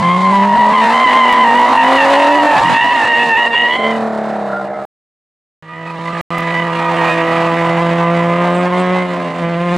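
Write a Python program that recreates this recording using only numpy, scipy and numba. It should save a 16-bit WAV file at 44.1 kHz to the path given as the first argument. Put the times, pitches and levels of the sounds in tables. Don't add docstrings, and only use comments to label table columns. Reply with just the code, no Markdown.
import sys
import numpy as np
from scipy import signal
from scipy.fft import rfft, irfft, next_fast_len
from scipy.io import wavfile
from scipy.ndimage import uniform_filter1d, minimum_filter1d
from numba import njit

SR = 44100
rng = np.random.default_rng(int(sys.argv[2]) if len(sys.argv) > 2 else 0)


def volts(x):
    e = np.asarray(x, float) / 20
    return 10 ** e


def put_to_file(sound):
    columns = np.atleast_2d(sound).T
    safe = np.clip(columns, -1, 1)
    whole_steps = np.round(safe * 32767)
    wavfile.write(sys.argv[1], SR, whole_steps.astype(np.int16))


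N = 430857
SLOW = 2
SHOT = N // SLOW + 2000
CUT_S = 5.442

# [f/Hz, level/dB]
WIND_COLOUR = [(12, -26), (25, -1.5), (60, -4.5), (100, -14.5), (200, -47.5)]
RUMBLE_COLOUR = [(30, -54.5), (60, -24.5), (100, -11.5), (140, -3), (200, -3.5), (300, -8), (500, -60)]
SPIN_COLOUR = [(150, -20), (300, -7), (450, -8), (700, 3.5), (1000, 4.5), (1300, -3), (1700, -14.5),
               (2500, -43)]
SLIDE_COLOUR = [(800, -32), (1300, -24.5), (1600, -0.5), (2000, -4), (2400, -6), (2900, -7), (3500, -16),
                (4500, -36), (6000, -67.5)]
HISS_COLOUR = [(2500, -27), (3600, -1.5), (4200, -3.5), (5500, -13), (7500, -14.5), (10500, -23.5),
               (12000, -31), (15500, -55)]
# [f/Hz, likeness/-1..1]
LIKENESS = [(40, -5), (70, -1.4), (130, 0.44), (550, 1.0), (1650, 1), (5000, 0.83), (15000, 0.81)]
# [t/s, half width/s, level/dB]
THUMPS = [(0, 0.13, 16), (.56, 0.06, 11.5), (2.1, 0.32, 9.5), (2.68, 0.19, 22.5), (2.87, 0.077, 8),
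          (3.25, 0.078, 10), (3.6, 0.043, 5.5), (2.4, 0.045, 9.5), (3.97, 0.069, 12.5), (4.55, .25, -2),
          (6.82, 0.074, 1), (7.3, 0.38, 9.5), (7.75, 0.21, 6.5), (9.2, 0.11, 3), (9.48, 0.087, 12),
          (9.77, 0.045, 13)]
# [t/s, wheelspin level/dB, sideways slide level/dB]
RUBBER = [(0, -28.5, -32), (.6, -22, -31), (.9, -15.5, -22), (1.63, -13.5, -23), (2.1, -12.5, -20),
          (2.5, -11.5, -21.5), (2.62, -15, -22), (2.93, -21.5, -27), (3.35, -23.5, -29.5),
          (3.6, -19.5, -30.5), (3.85, -31, -35), (4.07, -27.5, -42), (4.85, -36, -46), (5.63, -35, -35),
          (6.3, -32, -31.5), (7.05, -23.5, -28), (7.6, -24.5, -28), (8.3, -28, -33.5), (8.75, -27.5, -32),
          (9.1, -31.5, -35), (9.77, -38, -35.5)]
HISS_AGAINST_SLIDE_DB = [-10.5, -15.5]
# [t/s, half width/s, level/dB]
GRIT_SPRAYS = [
    (.2, 0.038, 3),
    (2.0, 0.054, 0.5),
    (3.28, 0.041, 3.5),
    (6.06, 0.032, 6),
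    (9.76, 0.036, 3),
]
# [t/s, half width/s, level/dB]
GRIT_PINGS = [
    (8.296, .012, 15),
    (8.39, 0.0064, 20),
    (8.545, 0.015, 29),
    (8.565, 0.0079, 25.5),
    (8.585, .01, 20),
    (8.61, 0.023, 24),
    (8.8, .025, 28),
]
PING_BAND_HZ = [7200, 9400]

# [t/s, half width/s, level/dB, f/Hz]
CHIRPS = [
    (4.555, 0.07, -22, 1390),
    (4.771, .07, -29, 1281),
    (4.76, .05, -34, 2080),
]
# [t/s, stick-slip f/Hz, squeal level/dB, bite = second partial over first level/dB]
FIRST_TYRES = [(0, 980, -20.5, -12), (.1, 1067, -14.5, -12.5), (.4, 1004, -13, -15.5),
               (.7, 998, -10.5, -14), (.9, 1012, -13, -7), (1.05, 1036, -8, -8.5), (1.42, 1029, -8, -11.5),
               (1.45, 947.6, -7, -10), (1.64, 965, -8, -10), (2.0, 964, -14, -5.5), (2.35, 956, -10, -7.5),
               (2.7, 950.8, -11.5, -7.5), (2.8, 957.2, -12.5, -2.5), (2.9, 972, -14.5, -3),
               (3.12, 935, -17, 3.5), (3.4, 932.5, -16, 1), (3.58, 937, -18.5, 8), (3.82, 1043, -21, 0),
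               (3.93, 1008, -24, -2), (4.0, 1014, -42, -9)]
SECOND_TYRE_LOW = [(5.6, 965, -36, 10.5), (5.74, 972, -22, 4), (5.8, 977, -20, 0), (5.87, 975.9, -18, -3),
                   (5.95, 979.5, -14.5, -12), (6.02, 983, -14, -17), (6.07, 1004, -13, -4),
                   (6.14, 999, -21, -7), (6.3, 1007, -20.5, -2), (6.55, 988.3, -13.5, 3.5),
                   (6.72, 973, -15, -5), (6.9, 950, -12.5, -10.5), (7.08, 929.6, -20, 0),
                   (7.3, 976, -15.5, -1.5), (8.1, 1009, -14, -5.5), (8.6, 1034, -15.5, -13.5),
                   (8.75, 1027, -18, -4.5), (8.97, 1031, -19, 0), (9.1, 1027, -18, -5),
                   (9.22, 1032, -17, -9), (9.5, 1034, -23.5, -2.5), (9.6, 1040, -22, -4.5),
                   (9.77, 1043, -23.5, -15)]
SECOND_TYRE_HIGH = [(5.6, 1218, -36.5, -18), (5.7, 1200, -13.5, -13), (5.79, 1219, -28, -17),
                    (5.88, 1215, -18.5, -6), (6.02, 1202, -27.5, -21), (6.1, 1195, -15, -21),
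                    (6.3, 1196, -16, -21), (6.5, 1200, -23.5, -6), (6.6, 1215, -21, -18),
                    (6.8, 1210, -16.5, -12), (6.99, 1198, -18.5, -12.5), (7.08, 1211, -19, 1.5),
                    (7.18, 1216, -22.5, 5), (7.22, 1226, -17, -11.5), (7.3, 1239, -14.5, -9),
                    (7.85, 1172, -24.5, -24), (8.3, 1204, -16, -36), (8.65, 1213, -24, -8)]
# [snap t/s, sag length/s, depth f/Hz,
# negative = rise]
SAGS = [(.38, .15, 45), (0.574, 0.18, 85), (0.637, 0.05, 44.5), (0.911, .13, 108.5), (1.096, 0.0891, 44.5),
        (1.326, 0.093, 51.5), (1.517, 0.071, 45), (0.668, 0.028, 44.5), (1.684, 0.034, -100),
        (1.768, 0.061, 31), (2.035, 0.061, 89.5), (1.823, 0.11, 35.5), (2.271, 0.11, 35),
        (2.586, 0.21, 94.5), (2.801, 0.17, 43.5), (3.044, 0.095, 67), (3.367, .14, 29)]
# [t/s, half width/s, level/dB]
TYRE_DIPS_AND_SWELLS = [(0.182, 0.039, -5), (.36, 0.011, 2.5), (0.461, 0.027, -3), (.58, 0.011, -1.5), (.88, 0.033, 0),
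                        (.79, 0.041, 0), (1.54, 0.011, -3), (1.699, 0.029, -3.5), (2.04, .07, 2), (2.2, .05, -0.5),
                        (2.449, 0.024, -3), (2.61, 0.012, -7), (2.949, 0.014, -0.5), (3.045, 0.012, 0.5),
                        (3.351, 0.034, -1.5), (3.505, 0.031, -8.5), (3.62, 0.018, -2), (3.791, 0.028, -4.5),
                        (6.1, .015, -0.5), (7.799, 0.011, 1), (8.13, 0.018, -3), (8.574, 0.008, -6), (8.689, 0.0083, -7),
                        (8.93, 0.011, -3), (9.444, 0.01, -1), (9.65, .03, -0.5)]
# [t/s, share of pitch]
UNSTEADY = [(0, .011), (.8, .016), (1.0, .012), (1.5, .013), (1.8, .018), (2.15, .01), (2.5, .011),
            (2.75, .015), (2.95, .007), (4.9, .008), (5.6, .007), (9.77, .009)]

# [f/Hz, overtone level/dB]
FIRST_PIPE = [(60, -49.5), (150, -15), (300, -6.5), (450, -3), (620, 0), (800, -10.5), (1000, -24),
              (1400, -35.5), (2000, -52.5)]
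AWAY_PIPE = [(60, -32), (150, -16.5), (270, -29.5), (330, -10.5), (390, -18.5), (450, -2), (520, -11),
             (590, 3), (670, -3), (770, -0.5), (900, -22), (1300, -16.5), (2000, -22.5), (2400, -33.5)]
SECOND_PIPE = [(150, -8), (260, 0), (340, -1.5), (510, 1), (690, -1), (860, -11), (1030, -5), (1200, -8),
               (1400, -14), (1700, -15), (2050, -15), (2400, -20), (3200, -26), (4800, -38)]
# [t/s, firing f/Hz, firing tone level/dB, overtones over tone level/dB]
FIRST_REVS = [(0, 171, -16.5, -10.5), (.41, 200, -15, -8), (.73, 216, -20, -5), (1.03, 244, -19.5, -0.5),
              (1.16, 243, -18.5, -6), (1.45, 239, -15.5, -1.5), (1.77, 252, -18.5, -5),
              (2.0, 274, -15.5, 6.5), (2.2, 282.5, -14.5, 5.5), (2.36, 294, -14, 1.5),
              (2.51, 294, -16.5, 3.5), (2.535, 290, -38.5, -6.5), (2.7, 255, -25.5, -13),
              (2.88, 262, -27, -6), (3.02, 243, -28, 2.5), (3.3, 235, -27.5, 6), (3.72, 237, -33.5, 4),
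              (3.86, 250, -45, 3.5)]
# [t/s, firing f/Hz, firing tone level/dB, overtones over tone level/dB]
AWAY_REVS = [
    (3.74, 222.4, -38, -6),
    (3.82, 223.8, -26, 4),
    (3.93, 224.5, -20.5, -0.5),
    (4.16, 217.7, -23.5, 0.5),
    (4.34, 213.6, -24, -3.5),
    (4.53, 198.2, -27, -0.5),
    (4.85, 204.9, -31.5, 7.5),
]
# [t/s, firing f/Hz, firing tone level/dB, overtones over tone level/dB]
SECOND_REVS = [(5.6, 159.1, -26, -11.5), (5.8, 164.5, -23.5, -7), (6.2, 169.3, -23.5, -5.5),
               (6.54, 168.6, -23.5, -4.5), (7.08, 166.8, -23.5, 1.5), (7.21, 166, -25, 5.5),
               (7.87, 169.4, -16.5, -4), (8.27, 171.3, -17, -4.5), (8.49, 175.2, -17.5, -4),
               (8.75, 180.8, -16.5, -3.5), (8.95, 182, -17.5, -4), (9.32, 171.5, -28, -5),
               (9.46, 168.3, -18.5, -5.5), (9.77, 177.1, -16.5, -6.5)]
# [t/s, half width/s, level/dB]
ENGINE_DIPS_AND_SWELL = [(.575, .01, -19), (2.61, .022, -19), (3.045, .012, -8), (3.55, 0.0066, -10.5),
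                         (.94, 0.0079, -10), (1.325, 0.014, -13), (1.97, .012, -3), (2.22, 0.013, -5),
                         (2.93, 0.025, -11), (3.355, 0.022, -11), (3.62, 0.026, 8), (4.31, 0.0096, -7.5)]
# [t/s, half width/s, share of speed]
SHUDDER = [
    (8.3, .15, .005),
    (9.2, .15, .006),
    (9.65, .2, .009),
]
# [t/s, half width/s, level/dB]
LUMPY = [
    (.25, .5, -11),
    (1.45, 0.48, 5),
    (2.65, 0.23, -20.5),
    (7.2, .4, 1),
    (8.5, 0.46, 10.5),
    (9.27, 0.25, 11),
]

# [t/s, level/dB]
LEFT_OVER_RIGHT = [(0, 0), (2.4, -1), (2.999, -1.5), (3.8, -1.5), (4.87, -1.5), (5.62, -3), (6.5, -3.5),
                   (7.5, -2.5), (9.77, -2.5)]
LOOP_MS = [9, 25]
# [from t/s, to t/s, loop/ms]
LOCKS = [(.32, .385, 5.1), (.56, .59, 4.8), (1.05, 1.078, 4), (2.6, 2.618, 2.1), (2.93, 2.965, 3.2),
         (3.038, 3.056, 2.2), (3.14, 3.158, 3.2), (3.335, 3.375, 2.15), (3.485, 3.51, 4.2),
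         (3.545, 3.562, 2.1), (3.665, 3.685, 4.5), (3.775, 3.8, 4.5), (3.87, 4.5, 27), (4.58, 4.86, 15),
         (5.965, 5.99, 6.1), (6.12, 6.14, 5.9), (6.185, 6.21, 5.9), (7.795, 7.825, 6), (8.565, 8.59, 5.8),
         (8.675, 8.695, 5.5), (8.712, 8.742, 5.5), (8.92, 8.94, 5.6), (9.432, 9.455, 5.9),
         (9.543, 9.562, 5.8), (9.585, 9.7, 5.75), (9.72, 9.77, 5.65)]
# [from t/s, to t/s]
GAPS = [
    (4.852, 5.6245),
    (6.212, 6.3045),
    (6.3832, 6.3865),
    (6.4033, 6.39),
]
# [t/s, step level/dB]
SKIPS = [
    (1.3279, -5.5),
    (6.3866, -13.5),
    (6.4059, -16),
    (9.767, -19.5),
]


def rms_one(x):
    return x / np.sqrt(np.mean(x ** 2) + 1e-20)


def clock(at):
    return at * SLOW / SR


def humps(s, rows):
    return sum(size * np.exp(-((s - at) / width) ** 2) for at, width, size in rows)


def in_time(rows):
    s, *columns = np.transpose(rows)
    at = np.arange(int(s[0] * SR / SLOW), int(s[-1] * SR / SLOW))
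    return at, [np.interp(clock(at), s, c) for c in columns]


def fine(rows):
    s, *columns = np.transpose(rows)
    at = np.arange(s[0], s[-1], .002)
    return [at] + [np.interp(at, s, c) for c in columns]


def at_hz(points, hz):
    f, db = np.transpose(points)
    return np.interp(np.log(hz), np.log(f), db)


def band(x, low_hz, high_hz):
    return signal.sosfilt(signal.butter(2, [low_hz, high_hz], "band", fs=SR, output="sos"), x)


def drift(rate, size):
    r = np.exp(-16 * np.pi * rate * SLOW / SR)
    slow = signal.lfilter([1], [1, -2 * r, r * r], rng.standard_normal(size // 8 + 4002))[4000:]
    return np.interp(np.arange(size) / 8, np.arange(len(slow)), rms_one(slow - slow.mean()))


def coloured(spectrum):
    size = next_fast_len(SHOT)
    hz = np.maximum(np.arange(size // 2 + 1) * SR / size, 1)
    alike = np.clip(at_hz(LIKENESS, hz), -1, 1)
    mid, side = rfft(rng.standard_normal((2, size))) * volts(at_hz(spectrum, hz))
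    both = np.sqrt(1 + alike) * mid + np.sqrt(1 - alike) * side * [[1], [-1]]
    return rms_one(irfft(both, size)[:, :SHOT])


def wind(s):
    return volts(-66 + .8 * humps(s, THUMPS) + 1.5 * drift(3.4, SHOT)) * coloured(WIND_COLOUR)


def rumble(s):
    unsteady = coloured(RUMBLE_COLOUR) * volts(3.0 + 1.4 * drift(8.6, SHOT))
    return volts(-45.5 + humps(s, THUMPS)) * unsteady


def scrub(s):
    throb = drift(8.0, SHOT)
    spin = coloured(SPIN_COLOUR) * volts(3.3 + 1.8 * throb + 1.2 * drift(60, SHOT))
    slide = coloured(SLIDE_COLOUR) * volts(2 + 1.2 * throb + 1.8 * drift(60, SHOT))
    hiss = coloured(HISS_COLOUR) * volts(6.0 + 1.45 * throb + 0.99 * drift(150, SHOT))
    when, *levels = np.transpose(RUBBER)
    spin_db, slide_db = (np.interp(s, when, c) + .9 * humps(s, TYRE_DIPS_AND_SWELLS) for c in levels)
    usual_db = slide_db.mean()
    hiss_db = usual_db + 0.87 * (slide_db - usual_db)
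    hiss_db = hiss_db + np.take(HISS_AGAINST_SLIDE_DB, 1 * (s > CUT_S)) + humps(s, GRIT_SPRAYS)
    pings = volts(-71.5 + humps(s, GRIT_PINGS)) * rms_one(band(hiss, *PING_BAND_HZ))
    return pings + volts(spin_db) * spin + volts(slide_db) * slide + volts(hiss_db) * hiss


def squeal(rows, slip, patches, flutter_db):
    at, levels_db = in_time(rows)
    wobble = np.interp(clock(at), *np.transpose(UNSTEADY))
    hz, out = np.interp(clock(at), *np.transpose(slip)), np.zeros(SHOT)
    for i, (ratio, db, patchy_db) in enumerate(patches):
        hops = np.tanh(9 * drift(11, len(at)))
        pitch = hz * ratio * (1 + wobble * (hops + 1.15 * drift(45, len(at))))
        phase = 2 * np.pi * np.cumsum(pitch) / SR
        flutter = .5 * drift(9, len(at)) + 130 * wobble * drift(50, len(at))
        grip = flutter_db * flutter + patchy_db * drift(4, len(at))
        grip = 7 * np.tanh(grip / 7) + np.minimum(grip, 0) / 2
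        for k, level_db in enumerate(levels_db, 1):
            partial_db = level_db + db + grip * k ** 0.97 + 0.5 * k * drift(40, len(at))
            out[at] -= volts(partial_db) * np.cos(k * phase)
        if i == 0:
            levels_db = [v + 20 * np.log10(wobble / wobble.max()) for v in levels_db]
        hz = uniform_filter1d(hz, size=6000)
    return out


def chirp(at, width, db, hz):
    shape = [(-1.1, -90), (-0.8, db - 12), (-0.45, db), (0.49, db - 5), (1.13, db - 15), (1.5, -90)]
    rows = [(at + step * width, level_db) for step, level_db in shape]
    return squeal(rows, [(at, hz)], [(1, 3.5, .3), (.96, -5, 2.5), (1.035, -7, 2.5)], flutter_db=2.2)


def sliding(tyres, third_db):
    s, hz, db, bite_db = fine(tyres)
    db = db + humps(s, TYRE_DIPS_AND_SWELLS)
    bite_db = bite_db + .5 * humps(s, TYRE_DIPS_AND_SWELLS)
    for snap, length, depth in SAGS:
        hz = hz - np.interp(s, [snap - length, snap, snap + .02], [0, depth, 0])
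    third_db = db + 1.34 * bite_db + third_db
    return np.transpose([s, db, db + bite_db, third_db, third_db - 21]), np.transpose([s, hz])


def rear_tyres():
    first = [(1, 5.6, .3), (.94, -6, 6.0), (1.09, -13, 6.0), (1.2, -17, 3.2)]
    out = squeal(*sliding(FIRST_TYRES, -7.0), first, flutter_db=1.4)
    out += squeal(*sliding(SECOND_TYRE_LOW, -16), [(1, -6.5, 1.06), (1.0, -21.5, 2.6)], flutter_db=1.5)
    out += squeal(*sliding(SECOND_TYRE_HIGH, -21), [(1, -5, 1.1), (1.04, -11.5, 5)], flutter_db=2.5)
    return out


def driven(revs, uneven_db):
    s, hz, tone_db, over_db = fine(revs)
    tone_db = tone_db + humps(s, ENGINE_DIPS_AND_SWELL)
    return np.transpose([s, hz, tone_db, tone_db + over_db, uneven_db + humps(s, LUMPY)])


def engine(rows, pipe, cylinders, count, half_db, rasp_db, rough, lean, shaky):
    at, (hz, tone_db, over_db, uneven_db) = in_time(rows)
    shake = .0018 + humps(clock(at), shaky)
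    firings = np.cumsum(hz * (1 + shake * drift(22, len(at)))) / SR
    each = rng.standard_normal((int(firings[-1]) + 2, 2))
    strength, late = (np.interp(firings, np.arange(len(each)), c) for c in each.T)
    cycle = 2 * np.pi * (firings + 0.045 * rough * late) / cylinders
    pattern = rng.standard_normal((count * cylinders + 1, 2))
    over, uneven, coarse = 0, 0, hz[::64]
    steps = np.arange(len(coarse))
    for k in range(2, count * cylinders + 1):
        broken = np.interp(steps / 10, steps, rng.standard_normal(len(coarse)))
        patches_db = np.clip(.4 * k / cylinders - 1.6, 0, 2.5) * broken
        gain = np.repeat(volts(at_hz(pipe, coarse * k / cylinders) + patches_db), 64)[:len(at)]
        if k % cylinders:
            banks_db = half_db * (2 * k % cylinders == 0)
            line = np.sin(k * cycle + 9 * pattern[k, 1])
            uneven = uneven + gain * volts(banks_db + 2 * pattern[k, 0]) * line
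        elif k > cylinders:
            smear = lean + pattern[k, 1] * np.clip(k / cylinders / 8 - 1, 0, 2)
            over = over + gain * np.sin(k * cycle - smear)
    jet = band(rng.standard_normal(len(at)), 1300, 5500)
    over = over + volts(rasp_db + 3.2 * strength) * jet * np.exp(-4.5 * (firings % 1))
    tone = volts(tone_db) * (1 + 0.97 * rough * strength) * np.sin(2 * np.pi * firings - lean + 0.37)
    upper = volts(over_db) * over + volts(uneven_db) * uneven
    out = np.zeros(SHOT)
    out[at] = np.sqrt(2) * (tone + (1 + rough * strength) * upper)
    return out


def engines():
    out = engine(driven(FIRST_REVS, -40.5), FIRST_PIPE, 6, count=6, half_db=12.0, rasp_db=-24,
                 rough=0.1, lean=0.33, shaky=[])
    out += engine(driven(AWAY_REVS, -29), AWAY_PIPE, 6, count=11, half_db=2.5, rasp_db=-24,
                  rough=0.14, lean=.3, shaky=[(4.7, .15, .006)])
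    out += engine(driven(SECOND_REVS, -43), SECOND_PIPE, 2, count=22, half_db=-1, rasp_db=-16,
                  rough=0.1, lean=.75, shaky=SHUDDER)
    return out


@njit
def twice(x, loop, reach):
    out, heard, read = np.zeros((2, len(loop) + 4000)), 200, 200
    out[:, :200] = x[:, :200]
    while heard < len(loop):
        aim, best, piece = loop[heard], 1e9, 0
        near = min(reach, aim * 3 // 10)
        for size in range(min(aim - near, read - 1), min(aim + near, read)):
            misfit = np.abs(x[0, read:read + size:3] - x[0, read - size:read:3]).mean()
            if misfit < best:
                best, piece = misfit, size
        back = np.arange(piece) / piece
        out[:, heard:heard + piece] = (1 - back) * x[:, read:read + piece] + back * x[:, read - piece:read]
        out[:, heard + piece:heard + 2 * piece] = x[:, read:read + piece]
        heard, read = heard + 2 * piece, read + piece
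    return out[:, :len(loop)]


def slowed(x):
    s = np.arange(N) / SR
    ms = rng.uniform(*LOOP_MS, 400)[(s * 40).astype(int)]
    for start, end, lock in LOCKS:
        before = np.minimum(ms, np.maximum((start - s) * 500, lock))
        ms = np.where(s < start, before, np.where(s < end, lock, ms))
    reach_ms = 3.0
    return twice(x, (ms * SR / 1000).astype(np.int64), int(reach_ms * SR / 1000))


def scene():
    s = clock(np.arange(SHOT))
    background = wind(s) + rumble(s) + scrub(s)
    cars = sum(chirp(*row) for row in CHIRPS) + rear_tyres() + engines()
    bright = signal.sosfilt(signal.butter(1, 150, "high", fs=SR, output="sos"), cars)
    echoes = np.array([np.roll(bright, int(delay * SR)) for delay in (.023, .031)])
    shimmer = volts(np.minimum(drift(15, SHOT), .6))
    heard = shimmer * (cars + volts(-17) * echoes + background)
    bass = signal.sosfilt(signal.butter(1, 400, fs=SR, output="sos"), heard)
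    balance = volts(np.interp(s, *np.transpose(LEFT_OVER_RIGHT)) * [[.5], [-.5]])
    return slowed(bass + balance * (heard - bass))


def limiter(x):
    peak = -minimum_filter1d(-np.abs(x).max(axis=0), size=400)
    gain = np.minimum(.85 / (peak + 1e-9), 1) ** .75
    return x * uniform_filter1d(gain, size=300)


def band_limit(x):
    return signal.sosfilt(signal.butter(12, 15750, fs=SR, output="sos"), x)


def record(dry):
    steps = np.zeros(N)
    for s, db in SKIPS:
        steps[round(s * SR)] = volts(db)
    x = 2.5 * np.tanh(limiter(dry) / 2.5)
    x = x * np.minimum(np.abs(np.arange(N) / SR - CUT_S) / 1.0, 1)
    x = signal.sosfilt(signal.butter(6, 11800, fs=SR, output="sos"), x)
    x = x + signal.lfilter([1], [1, -.9], steps)
    for start, end in GAPS:
        x[:, round(start * SR):round(end * SR)] = 0
    x = signal.sosfilt(signal.cheby2(12, 60, 16300, fs=SR, output="sos"), x)
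    return band_limit(np.clip(x, -1, 1))


dry = scene()
out = record(dry)
put_to_file(out)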